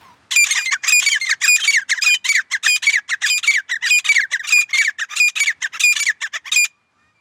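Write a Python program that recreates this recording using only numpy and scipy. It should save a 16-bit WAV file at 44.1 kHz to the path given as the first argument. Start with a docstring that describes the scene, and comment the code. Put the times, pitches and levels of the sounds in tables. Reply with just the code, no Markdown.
"""Open farmland, where several caged ground birds call together close to a phone.
Whistles are gliding tones with overtones; harsh rasps are irregular throat pulses ringing three cavities.
Far birds pipe faintly with the same kind of tone. Filtered noise makes a low field hush, and
grains of noise a brief rustle of straw at the start. The ground and distant walls send back a weak echo."""
import sys
import numpy as np
from scipy import signal
from scipy.fft import rfft, irfft, next_fast_len
from scipy.io import wavfile
from scipy.ndimage import map_coordinates

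SR = 44100
rng = np.random.default_rng(int(sys.argv[2]) if len(sys.argv) > 2 else 0)


def convert_level_to_amplitude(level_db):
    """Map a level in decibels to its linear amplitude factor."""
    exponent = np.asarray(level_db, float) / 20
    return 10 ** exponent


def dump(signal):
    """Clip the signal to [-1, 1] and save it as 16-bit WAV at the path in sys.argv[1]."""
    limited = np.clip(np.atleast_2d(signal).T, -1, 1)
    pcm = np.round(limited * 32767).astype(np.int16)
    wavfile.write(sys.argv[1], SR, pcm)


N = 317590  # length of the scene in samples

# In the note tables, levels are set before the slow fade, flutter and chest lift; overtones before dulling.
# the near bird's long notes: (start t/s, length t/s, pitch f/Hz, level/dB, 3rd overtone level/dB)
LONG_NOTES = [(.361, .084, 2387, -11.5, -6.5), (.922, .08, 2444, -12, -5.5), (1.479, 0.086, 2447, -12, -6),
              (2.062, 0.084, 2443, -12, -13), (2.678, .087, 2450, -15.5, -8),
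              (3.299, .084, 2437, -18, -5.5), (3.906, .084, 2444, -12, -10.5),
              (4.523, .092, 2434, -11, -12), (5.2, .086, 2434, -11.5, -14),
              (5.836, 0.092, 2425, -11, -10.5), (6.56, .089, 2423, -13, -6.5)]
# its short notes: (start t/s, length t/s, pitch f/Hz, level/dB, 3rd overtone level/dB)
SHORT_NOTES = [(1.063, .027, 2270, -13.5, -9), (1.677, .031, 2274, -12, -11), (2.29, 0.033, 2282, -14, -9),
               (2.869, 0.032, 2262, -11, -19), (3.476, .035, 2274, -11, -18),
               (4.091, .033, 2292, -10, -18.5), (4.782, .038, 2282, -13.5, -14.5),
               (5.402, 0.035, 2266, -15.5, -7), (6, .032, 2300, -20, -1.5)]
# its falling slurs after short notes: (start t/s, length t/s, start f/Hz, end f/Hz, level/dB)
FALLING_SLURS = [(1.117, 0.06, 2383, 1582, -15), (1.735, .064, 2330, 1576, -13),
                 (2.352, 0.059, 2380, 1528, -14), (2.931, .056, 2382, 1595, -15.5),
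                 (3.538, .055, 2392, 1584, -13), (4.153, 0.055, 2343, 1581, -12),
                 (4.847, .051, 2368, 1597, -14.5), (5.469, 0.047, 2368, 1618, -13),
                 (6.065, .046, 2323, 1620, -13.5)]
# its clucks, a cough that breaks into a quick drop:
# (start t/s, length t/s, start f/Hz, level/dB, cough level/dB)
COUGHED_CLUCKS = [(1.31, 0.028, 2300, -12, -19), (1.435, .027, 2002, -17.5, -20.5),
                  (1.914, .03, 2230, -14, -20.5), (2.534, .03, 2196, -15, -21),
                  (3.112, 0.031, 2250, -18, -20.5), (3.238, .029, 2026, -16, -24),
                  (4.335, .029, 2095, -15.5, -23.5), (5.013, .029, 1978, -19, -25),
                  (5.638, 0.028, 1969, -19, -24.5), (6.236, 0.031, 1940, -22.5, -22)]


def unit(x):
    """Scales a sound to rms 1."""
    return x / np.sqrt(np.mean(x ** 2) + 1e-20)


def along(points, hz):
    """Reads (f/Hz, value) points on a log frequency axis."""
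    f, v = np.transpose(points)
    return np.interp(np.log(hz + 1), np.log(f + 1), v)


def curve(rows):
    """Turns (t/s, value) rows into one value per sample."""
    return np.interp(np.arange(N) / SR, *np.transpose(rows))


def wobble(rate, size):
    """A smooth random curve with rate knots a second."""
    knots = rng.standard_normal(int(size * rate / SR) + 4)
    return map_coordinates(knots, [np.arange(size) * rate / SR])


def filtered(x, response):
    """Multiplies the spectrum of x by a complex response of frequency."""
    m = next_fast_len(N + SR // 2)
    return irfft(rfft(x, m) * response(np.fft.rfftfreq(m, 1 / SR)), m)[:N]


def resonances(modes):
    """Causal response of a few (centre f/Hz, width f/Hz, level/dB) resonances, alternating in sign."""
    def response(f):
        total = 0
        for k, (centre, width, db) in enumerate(modes):
            ring = 1j * f * width / (centre * centre - f * f + 1j * f * width)
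            total = total + (-1) ** k * convert_level_to_amplitude(db) * ring
        return total
    return response


def add(track, s, sound):
    """Mixes a sound into the track from time s."""
    part = track[max(round(s * SR), 0):][:len(sound)]
    part += sound[:len(part)]


def field():
    """Low hush of air and distant land: coloured noise, gently uneven."""
    # how loud the hush is: (t/s, level/dB)
    hush_level = [(0.0, -52.5), (0.28, -56), (2.85, -62.5), (6.19, -60), (7.2, -67.5)]
    # its colour: (f/Hz, level/dB)
    hush_colour = [(18, -48.5), (40, -27), (60, -18.5), (80, -1.5), (130, -5.5), (250, -8), (500, -14.5),
                   (1200, -8.5), (2500, -16.5), (4500, -22.5), (9000, -31), (16000, -59.5)]
    hush = unit(filtered(rng.standard_normal(N), lambda hz: convert_level_to_amplitude(along(hush_colour, hz))))
    uneven_db = 1.5 * wobble(6, N) + 1.2 * wobble(25, N)
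    return convert_level_to_amplitude(curve(hush_level) + uneven_db) * hush


def straw():
    """Dry stalks crackle in small grains: noise of quickly varying strength through two broad resonances."""
    # rustle at the start: (t/s, level/dB)
    rustle_level = [(0, -56), (0.03, -49), (0.07, -56), (0.17, -66), (0.3, -122), (0.34, -110), (7.3, -110)]
    grains = rng.standard_normal(N) * convert_level_to_amplitude(3 * wobble(150, N))
    stalks = resonances([(1500, 5400, 8.0), (3500, 4500, 6.6)])
    return convert_level_to_amplitude(curve(rustle_level)) * unit(filtered(grains, stalks))


def far_birds():
    """Faint far piping: soft-edged gliding tones."""
    # (start t/s, length t/s, start f/Hz, end f/Hz, level/dB)
    piping = [(.018, .015, 1002, 887, -47.5), (.04, .105, 1150, 966, -46.5), (.775, .09, 2450, 2414, -53.5),
              (6.73, 0.061, 1140, 1180, -68), (6.96, .07, 1208, 1414, -66), (6.94, .2, 1160, 1238, -67),
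              (6.99, 0.13, 1770, 1874, -68), (6.99, 0.13, 2420, 2450, -66.5), (7.15, .06, 2400, 2340, -63)]
    # shape: (share of the glide left at the middle, 2nd overtone level/dB, 3rd overtone level/dB)
    piping_shape = (0.26, -15.5, -24)
    return whistles(falling(piping, piping_shape), edge_s=0.04, fade_db=2.0, waver_hz=8.5,
                    breath_db=-44.0, dull_db=10, soften=0.1)


def echo(x, decay, delay_s):
    """A noisy tail in which each frequency dies at its own speed; decay: (f/Hz, time to fall 60 dB t/s)."""
    hz, t, z = signal.stft(rng.standard_normal(SR), SR, nperseg=256)
    fading = convert_level_to_amplitude(-60 * t / along(decay, hz)[:, None])
    tail = signal.istft(z * fading, SR, nperseg=256)[1]
    delayed = np.pad(x, (round(delay_s * SR), 0))
    return signal.fftconvolve(delayed, tail / np.linalg.norm(tail))[:N]


def echoes(birds):
    """A weak late answer from the land and a short ring of cage and ground."""
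    # decay of the late answer: (f/Hz, time to fall 60 dB t/s)
    land_decay = [(2400, 0.6), (5000, 0.28), (12000, 0.04)]
    answer = convert_level_to_amplitude(-44) * echo(birds, land_decay, delay_s=.03)
    return answer + convert_level_to_amplitude(-18.5) * echo(birds, [(2000, 0.082)], delay_s=0.0027)


def facing(s):
    """Brightness in dB at time s: how squarely the near bird faces the phone."""
    # (t/s, level/dB)
    turning = [(.3, -0.5), (1.1, 4), (1.7, 2.5), (2.4, 1), (3, -1.5), (3.7, -2), (4.4, -1.5), (5, -1),
               (5.7, -1.5), (6.05, 2), (6.2, -2), (6.7, 1)]
    return np.interp(s, *np.transpose(turning))


def held(table, shape, second):
    """Held notes: the pitch bends from start to end, and the 2nd overtone follows up to three other levels.

    Rows out: (start, length, start, middle and end Hz, dB, 2nd dB, 3rd dB, how early it settles)."""
    start, end, settle = shape
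    rows = []
    for s, length, hz, db, third_db in table:
        second_db = np.dot(second, [1, third_db, facing(s), db])
        rows.append((s, length, hz * (1 + start / 100), hz, hz * (1 + end / 100), db,
                     second_db, third_db, settle))
    return rows


def falling(table, shape, bright=lambda s: 0):
    """Gliding notes in the same form; bright lifts both overtones."""
    left, second_db, third_db = shape
    rows = []
    for s, length, hz0, hz2, db in table:
        middle = hz2 + left * (hz0 - hz2)
        rows.append((s, length, hz0, middle, hz2, db, second_db + bright(s), third_db + bright(s), 0))
    return rows


def neighbour_notes():
    """The neighbours' held and falling notes; facing also sways the 2nd overtone of the held ones."""
    # held notes of a lower and a higher neighbour, and long notes of a neighbour:
    # (start t/s, length t/s, pitch f/Hz, level/dB, 3rd overtone level/dB)
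    low = [(.509, 0.019, 2148, -18, 0.5), (.659, 0.041, 2080, -21.5, -18), (1.213, 0.038, 2108, -20.5, -14),
           (2.28, 0.037, 2114, -30, -12), (2.872, 0.036, 2127, -21, -40), (3.485, .05, 2127, -22, -21),
           (4.731, 0.044, 2132, -16.5, -20.5)]
    high = [(1.1, 0.059, 3127, -22.5, -21), (1.617, .039, 3145, -21, -23.5),
            (1.722, 0.025, 2800, -25, -15.5), (2.105, .068, 3100, -22, -36.5), (2.697, .073, 3146, -27, -8),
            (3.302, 0.037, 3100, -26, -26.5), (3.916, 0.05, 3100, -29, -20.5)]
    answers = [(.575, 0.073, 2436, -24.5, -9), (4.56, .082, 2462, -19.5, -26.5)]
    # falling notes: (start t/s, length t/s, start f/Hz, end f/Hz, level/dB)
    drops = [(.555, .053, 2108, 1528, -21), (.71, .055, 2237, 1408, -16), (1.268, .068, 2132, 1443, -22),
             (1.47, .024, 1746, 1296, -26.5), (1.584, .02, 1920, 1340, -25),
             (1.815, .02, 1716, 1510, -29.5), (1.975, .028, 2041, 1498, -22.5),
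             (2.09, .025, 1820, 1450, -32), (2.34, .061, 2162, 1481, -17), (2.663, .012, 1972, 1540, -15),
             (2.94, .037, 2740, 2415, -36), (2.955, .036, 2070, 1606, -20.5),
             (3.131, 0.018, 2014, 1503, -17), (3.56, .048, 2000, 1552, -22),
             (3.755, 0.019, 2063, 1508, -23), (3.875, .01, 1743, 1493, -21.5),
             (4.16, .047, 2207, 1550, -16.5), (4.207, .051, 2267, 1543, -19),
             (4.395, .027, 1973, 1520, -27.5), (4.785, .054, 2222, 1540, -18.5),
             (4.986, 0.029, 1858, 1472, -29)]
    # held shapes: (start over pitch/%, end over pitch/%, how early it settles 0-1)
    low_shape = (1.7, -0.7, 0)
    high_shape = (1.2, -3.3, 0)
    answer_shape = (3.7, -.8, 0.27)
    # 2nd overtone: (level/dB, then the shares it follows of the 3rd overtone, facing and note level)
    low_second = (-6.5, 0.24, 1, 0)
    high_second = (-10.5, 0.5, 1.6, 0)
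    answer_second = (-10, 1, -0.5, -0.5)
    # falling shape: (share of the drop left at the middle, 2nd overtone level/dB, 3rd overtone level/dB)
    drop_shape = (.48, -20.5, -26.5)
    rows = held(low, low_shape, low_second) + held(high, high_shape, high_second)
    rows += held(answers, answer_shape, answer_second)
    return rows + falling(drops, drop_shape)


def near_notes():
    """Every whistled note of the near bird, held or falling."""
    # brief clear pips inside the rasp before a long note, and mellow clucks, which only sag:
    # (start t/s, length t/s, pitch f/Hz, level/dB, 3rd overtone level/dB)
    pips = [(.88, .018, 2470, -17, 1.5), (1.44, .019, 2462, -20, 1), (2.021, .017, 2485, -19, -4),
            (3.26, .016, 2480, -23, -3), (3.869, .015, 2420, -26, -9), (4.49, .0084, 2414, -22, -2),
            (5.164, .012, 2440, -27, 2), (5.806, .008, 2440, -27, 2.5), (6.528, 0.0072, 2406, -27, 3)]
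    mellow = [(3.713, 0.034, 1915, -18.5, -18.5), (3.843, .031, 1894, -18.5, -21)]
    # held shapes: (start over pitch/%, end over pitch/%, how early it settles 0-1)
    long_shape = (2.5, -.1, 0.15)
    pip_shape = (-5, -.5, 0)
    short_shape = (1.18, -0.84, 0)
    mellow_shape = (5.3, -11, 0)
    # 2nd overtone: (level/dB, then the shares it follows of the 3rd overtone, facing and note level)
    long_second = (-27.5, 0, .3, -1.34)
    pip_second = (-2, -1, 0.7, 0)
    short_second = (-13.5, 0, 2, 0)
    mellow_second = (-11, 0, 0.5, 0)
    # falling shapes: (share of the drop left at the middle, 2nd overtone level/dB, 3rd overtone level/dB)
    slur_shape = (.52, -20.5, -18)
    cluck_shape = (.42, -18.5, -20.5)
    cluck_end_hz = 1526
    clucks = [(s, length, hz, cluck_end_hz, db) for s, length, hz, db, _ in COUGHED_CLUCKS]
    rows = held(LONG_NOTES, long_shape, long_second) + held(pips, pip_shape, pip_second)
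    rows += held(SHORT_NOTES, short_shape, short_second) + held(mellow, mellow_shape, mellow_second)
    return rows + falling(FALLING_SLURS, slur_shape, facing) + falling(clucks, cluck_shape, facing)


def breaks():
    """The voice breaks into a rasp at the edges of notes and at other set times.

    Rows out: (start, rise, fall, dB, chest dB, beak dB), the last two against the throat."""
    # lone rasps, lead-ins to long notes, coughs with or without a cluck after,
    # and faint low noise beside whistles:
    # (start t/s, rise t/s, fall t/s, peak level/dB, chest level/dB)
    timed_rasps = [(.307, 0.016, 0.042, -19.5, -8), (.352, .0081, 0.012, -24, -2.5),
                   (.457, .012, 0.013, -22, -2), (.478, 0.03, 0.013, -25, -4.5),
                   (.518, .015, 0.016, -21.5, -13.5), (.544, .022, 0.037, -20, 3),
                   (.606, 0.0058, 0.028, -32.5, 3.5), (.646, .014, .02, -28.5, -7.5),
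                   (.716, .019, .013, -18, 11), (.832, .016, 0.048, -25.5, 19.5),
                   (.867, .015, .0059, -21, -2.5), (.888, 0.015, 0.03, -20, -3.5),
                   (1.125, 0.012, 0.049, -33, -1.5), (1.197, 0.011, 0.036, -36.5, -10),
                   (1.245, .015, 0.031, -33.5, -3), (1.45, .019, 0.024, -21.5, -2),
                   (1.587, 0.019, 0.019, -27.5, -7.5), (1.744, .011, .0053, -27.5, -6.5),
                   (1.936, 0.051, 0.0027, -35, 17.5), (2.011, 0.0085, 0.013, -27, -14),
                   (2.028, 0.016, 0.05, -20.5, -4), (2.63, 0.021, 0.047, -19, -3.5),
                   (3.246, .036, 0.028, -22, -7), (3.691, .016, .018, -28, 6),
                   (3.819, 0.02, .012, -29, 6.5), (3.854, .014, 0.0085, -22.5, -7),
                   (3.871, 0.03, 0.0088, -22.5, -8.5), (4.431, .022, 0.022, -30, 10),
                   (4.468, 0.018, 0.012, -24, -12.5), (4.494, 0.026, 0.017, -21, -3.5),
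                   (4.563, .022, .021, -34, 26.5), (4.689, 0.022, 0.017, -36.5, 11),
                   (5.094, 0.039, 0.026, -29, 11.5), (5.153, 0.033, 0.02, -21, -8.5),
                   (5.73, .027, .025, -27, 11), (5.795, .008, .055, -19.5, -12),
                   (6.331, 0.025, 0.028, -25.5, 8.5), (6.453, .024, 0.025, -31.5, 14),
                   (6.515, .007, .058, -19, -9.5)]
    # rasps tied to the near bird's notes:
    # (lag from the note edge t/s, rise t/s, fall t/s, peak level/dB, chest level/dB, beak level/dB)
    after_long = (-.007, .007, .02, -25.5, -6, -.5)
    before_short = [(-.048, .018, .023, -21, -7, -7), (-.014, .014, .011, -22.5, -7, -0.5)]
    after_short = (-.009, .009, .017, -24.5, -5.5, 0)
    # its negative rise makes it start already past its peak
    before_slur = (-0.01, -0.0255, 0.0657, -24.5, -7.5, -3)
    # its peak level is added to the cough's
    before_cluck = (-.023, 0.018, 0.0072, -0.75, 1.5, 0.21)
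    # the ragged end of slurs and clucks
    after_fall = (-.016, .014, .017, -36, 10, 1)
    # beak of a timed rasp: base dB, share of the chest's dB it follows, growth of that share per dB of facing
    beak_db, beak_follows, beak_turns = -0.4, 0.25, 0.16

    # each tie: (time of the note edge, dB to add, rasp)
    ties = [(s + length, 0, after_long) for s, length, *_ in LONG_NOTES]
    ties += [(s, 0, rasp) for s, *_ in SHORT_NOTES for rasp in before_short]
    ties += [(s + length, 0, after_short) for s, length, *_ in SHORT_NOTES]
    ties += [(s, 0, before_slur) for s, *_ in FALLING_SLURS]
    ties += [(s, cough_db, before_cluck) for s, *_, cough_db in COUGHED_CLUCKS]
    ties += [(s + length, 0, after_fall) for s, length, *_ in FALLING_SLURS + COUGHED_CLUCKS]
    rows = [(s + lag, rise, fall, db + added_db, chest, beak)
            for s, added_db, (lag, rise, fall, db, chest, beak) in ties]
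    for s, rise, fall, db, chest in timed_rasps:
        share = beak_follows + beak_turns * facing(s)
        rows.append((s, rise, fall, db, chest, beak_db + share * max(chest, -8)))
    # facing the phone brightens the beak of every rasp
    return [(*row[:-1], row[-1] + facing(row[0])) for row in rows]


def rasps(rate_hz, arch, jump, noise, limp, flicker_db, skirt, steep):
    """The folds slap near half the whistle pitch, fastest at the peak, and three cavities ring.

    The rate jumps every few ms, overtones flicker one by one, at times every 2nd or 3rd slap is stronger."""
    # resonances that the slaps ring: (centre f/Hz, width f/Hz, level/dB)
    chest_modes = [(905, 400, -2), (1060, 1500, -23.5), (1798, 387, 18)]
    throat_modes = [(2615, 400, -1), (3700, 700, 2.5)]
    beak_modes = [(5200, 1740, 10), (6725, 1560, 15.5), (8100, 7200, -12), (12100, 4000, -31.5)]
    drive = np.zeros((3, N))
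    order = np.arange(1, 14)[:, None]
    for s, rise, fall, db, chest_db, beak_db in breaks():
        lead = .012 / (1 + np.exp(-chest_db - 3))  # chesty rasps creep in early and softly
        t = np.arange(round((lead + rise + 2 * fall) * SR)) / SR - lead
        creep = .12 * np.clip((t + lead) / lead, 0, 1)
        onset = np.maximum(np.sin(np.pi / 2 * np.clip(t / rise, 0, 1)) ** steep, creep)
        swell = np.where(t < rise, onset, np.exp(-skirt * (np.abs(t - rise) / fall) ** 2.4))

        jumps = np.tanh(2 * wobble(90, len(t))) + .28 * wobble(800, len(t))
        rate = rate_hz * (1 + arch * (swell - 1) + 0.072 * rng.standard_normal()) * np.exp(jump * jumps)
        turns = np.cumsum(rate) / SR + 6 * rng.random()
        flicker = convert_level_to_amplitude(flicker_db * np.array([wobble(220, len(t)) for _ in order]))
        overtones = np.cos(2 * np.pi * (order * turns + rng.random(order.shape)))
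        slaps = (flicker * overtones).sum(axis=0)
        limping = limp * np.clip(wobble(70, len(t)) + .3, 0, 1.5)
        slaps = slaps * (1 + limping * np.cos(2 * np.pi * turns / rng.integers(2, 4)))

        hiss = rng.standard_normal(len(t)) * np.exp(-3 * (turns % 1))  # air spurts once a cycle
        source = unit(np.sqrt(1 - noise) * unit(slaps) + np.sqrt(noise) * unit(hiss)) * swell
        shares = convert_level_to_amplitude([chest_db, 0, beak_db])
        for track, share in zip(drive, shares / np.linalg.norm(shares)):
            add(track, s - lead, convert_level_to_amplitude(db) * share * source)

    hz = np.linspace(1, SR / 2, 2000)
    out = 0
    for track, modes, db in zip(drive, (chest_modes, throat_modes, beak_modes), (3.2, 1.2, 1.2)):
        ring = resonances(modes)

        def colour(f):  # little below the slap rate or far above the beak
            low_cut = (1j * f / (450 + 1j * f)) ** 2
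            return ring(f) * low_cut / (1 + (1j * f / 9500) ** 2 + 1.4j * f / 9500)

        out = out + convert_level_to_amplitude(db) * filtered(track, colour) / np.sqrt(np.mean(abs(colour(hz)) ** 2))
    return out


def whistles(table, edge_s, fade_db, waver_hz, breath_db, dull_db, soften):
    """A gliding tone with overtones and breath.

    Held notes snap on and off; falling ones are rougher, softer-edged and grow dull."""
    # 4th to 6th overtones against the 3rd: (overtone f/Hz, level/dB)
    upper_levels = [(7000, 7.5), (8500, -6), (9800, -12.5), (10500, -25), (12300, -19), (13600, -24.5),
                    (14700, -15.5)]
    out = np.zeros(N)
    for s, length, hz0, hz1, hz2, db, second_db, third_db, settle in table:
        drop = abs(np.log2(hz0 / hz2))  # octaves covered by the glide
        edge = min(edge_s * (1 + soften * drop), length / 2)
        snap = min(edge_s * (1 + 2.2 * drop), edge)  # the start stays crisp
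        size = round((length + (edge + snap) / 2) * SR)
        u = np.arange(size) / size
        # a falling note lingers at its top and bottom
        v = u ** np.clip(1 - settle, .2, 1) - 0.13 * drop * np.sin(2 * np.pi * u)
        # a smooth bend through the start, middle and end pitch
        pitch = hz0 * (1 - v) * (1 - 2 * v) + 4 * hz1 * v * (1 - v) + hz2 * v * (2 * v - 1)
        dull = convert_level_to_amplitude(dull_db * np.log2(pitch / hz1))  # overtones sink as the folds slacken
        pitch = pitch + waver_hz * (1 + 9 * drop) * wobble(147.4, size)
        phase = 2 * np.pi * (np.cumsum(pitch) / SR + rng.random())

        over = convert_level_to_amplitude(second_db) * np.cos(2 * phase) + convert_level_to_amplitude(third_db) * np.sin(3 * phase)
        for k in range(4, 7):
            upper_db = third_db - 13 * drop + along(upper_levels, k * pitch)
            over += convert_level_to_amplitude(upper_db) * (k * pitch < 16500) * np.cos(k * phase + k)
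        breath = convert_level_to_amplitude(breath_db) * np.diff(rng.standard_normal(size + 1)) * (1 + np.sin(phase))

        gate = np.clip(np.minimum(u / snap, (1 - u) / edge) * size / SR, 0, 1)
        level = convert_level_to_amplitude(db + fade_db * (.5 - u) + .4 * wobble(60, size) + 4.5 * drop * wobble(260, size))
        chest_lift_db = 3.6 * np.exp(-((pitch - 1800) / 250) ** 2)  # the chest lifts the tone as it passes
        level = level * convert_level_to_amplitude(chest_lift_db - (5 + 10 * u ** 2) * drop)
        tone = np.sqrt(2) * (np.sin(phase) + dull * over)
        add(out, s - snap / 2, level * np.sin(np.pi / 2 * gate) ** 2 * (tone + breath))
    return out


def caged_birds():
    """Whistles of the near bird and its neighbours, with the rasps."""
    tones = whistles(near_notes() + neighbour_notes(), edge_s=.003, fade_db=1.5, waver_hz=2.5,
                     breath_db=-41.0, dull_db=48, soften=4.1)
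    return tones + rasps(rate_hz=1230, arch=.24, jump=.07, noise=.14, limp=.9, flicker_db=4,
                         skirt=2.2, steep=.85)


def scene():
    """Caged birds, their echo, far birds, the field and the straw."""
    birds = caged_birds()
    return (birds + echoes(birds) + far_birds() + field() + straw())[None]


def top_cut(x):
    """Nothing passes above the cut-off."""
    return signal.sosfilt(signal.butter(12, 16650, fs=SR, output="sos"), x)


def record(dry):
    """The microphone bends loud waves unevenly, leaving faint low thumps; peaks are rounded off."""
    bent = dry[0] + convert_level_to_amplitude(-39) * dry[0] ** 2
    rounded = bent / (1 + np.abs(bent / .68) ** 6) ** (1 / 6)
    mix = filtered(rounded, lambda hz: (1j * hz / (32 + 1j * hz)) ** 2)  # cuts the deepest bass
    return top_cut(mix[None])


dry = scene()
out = record(dry)
dump(out)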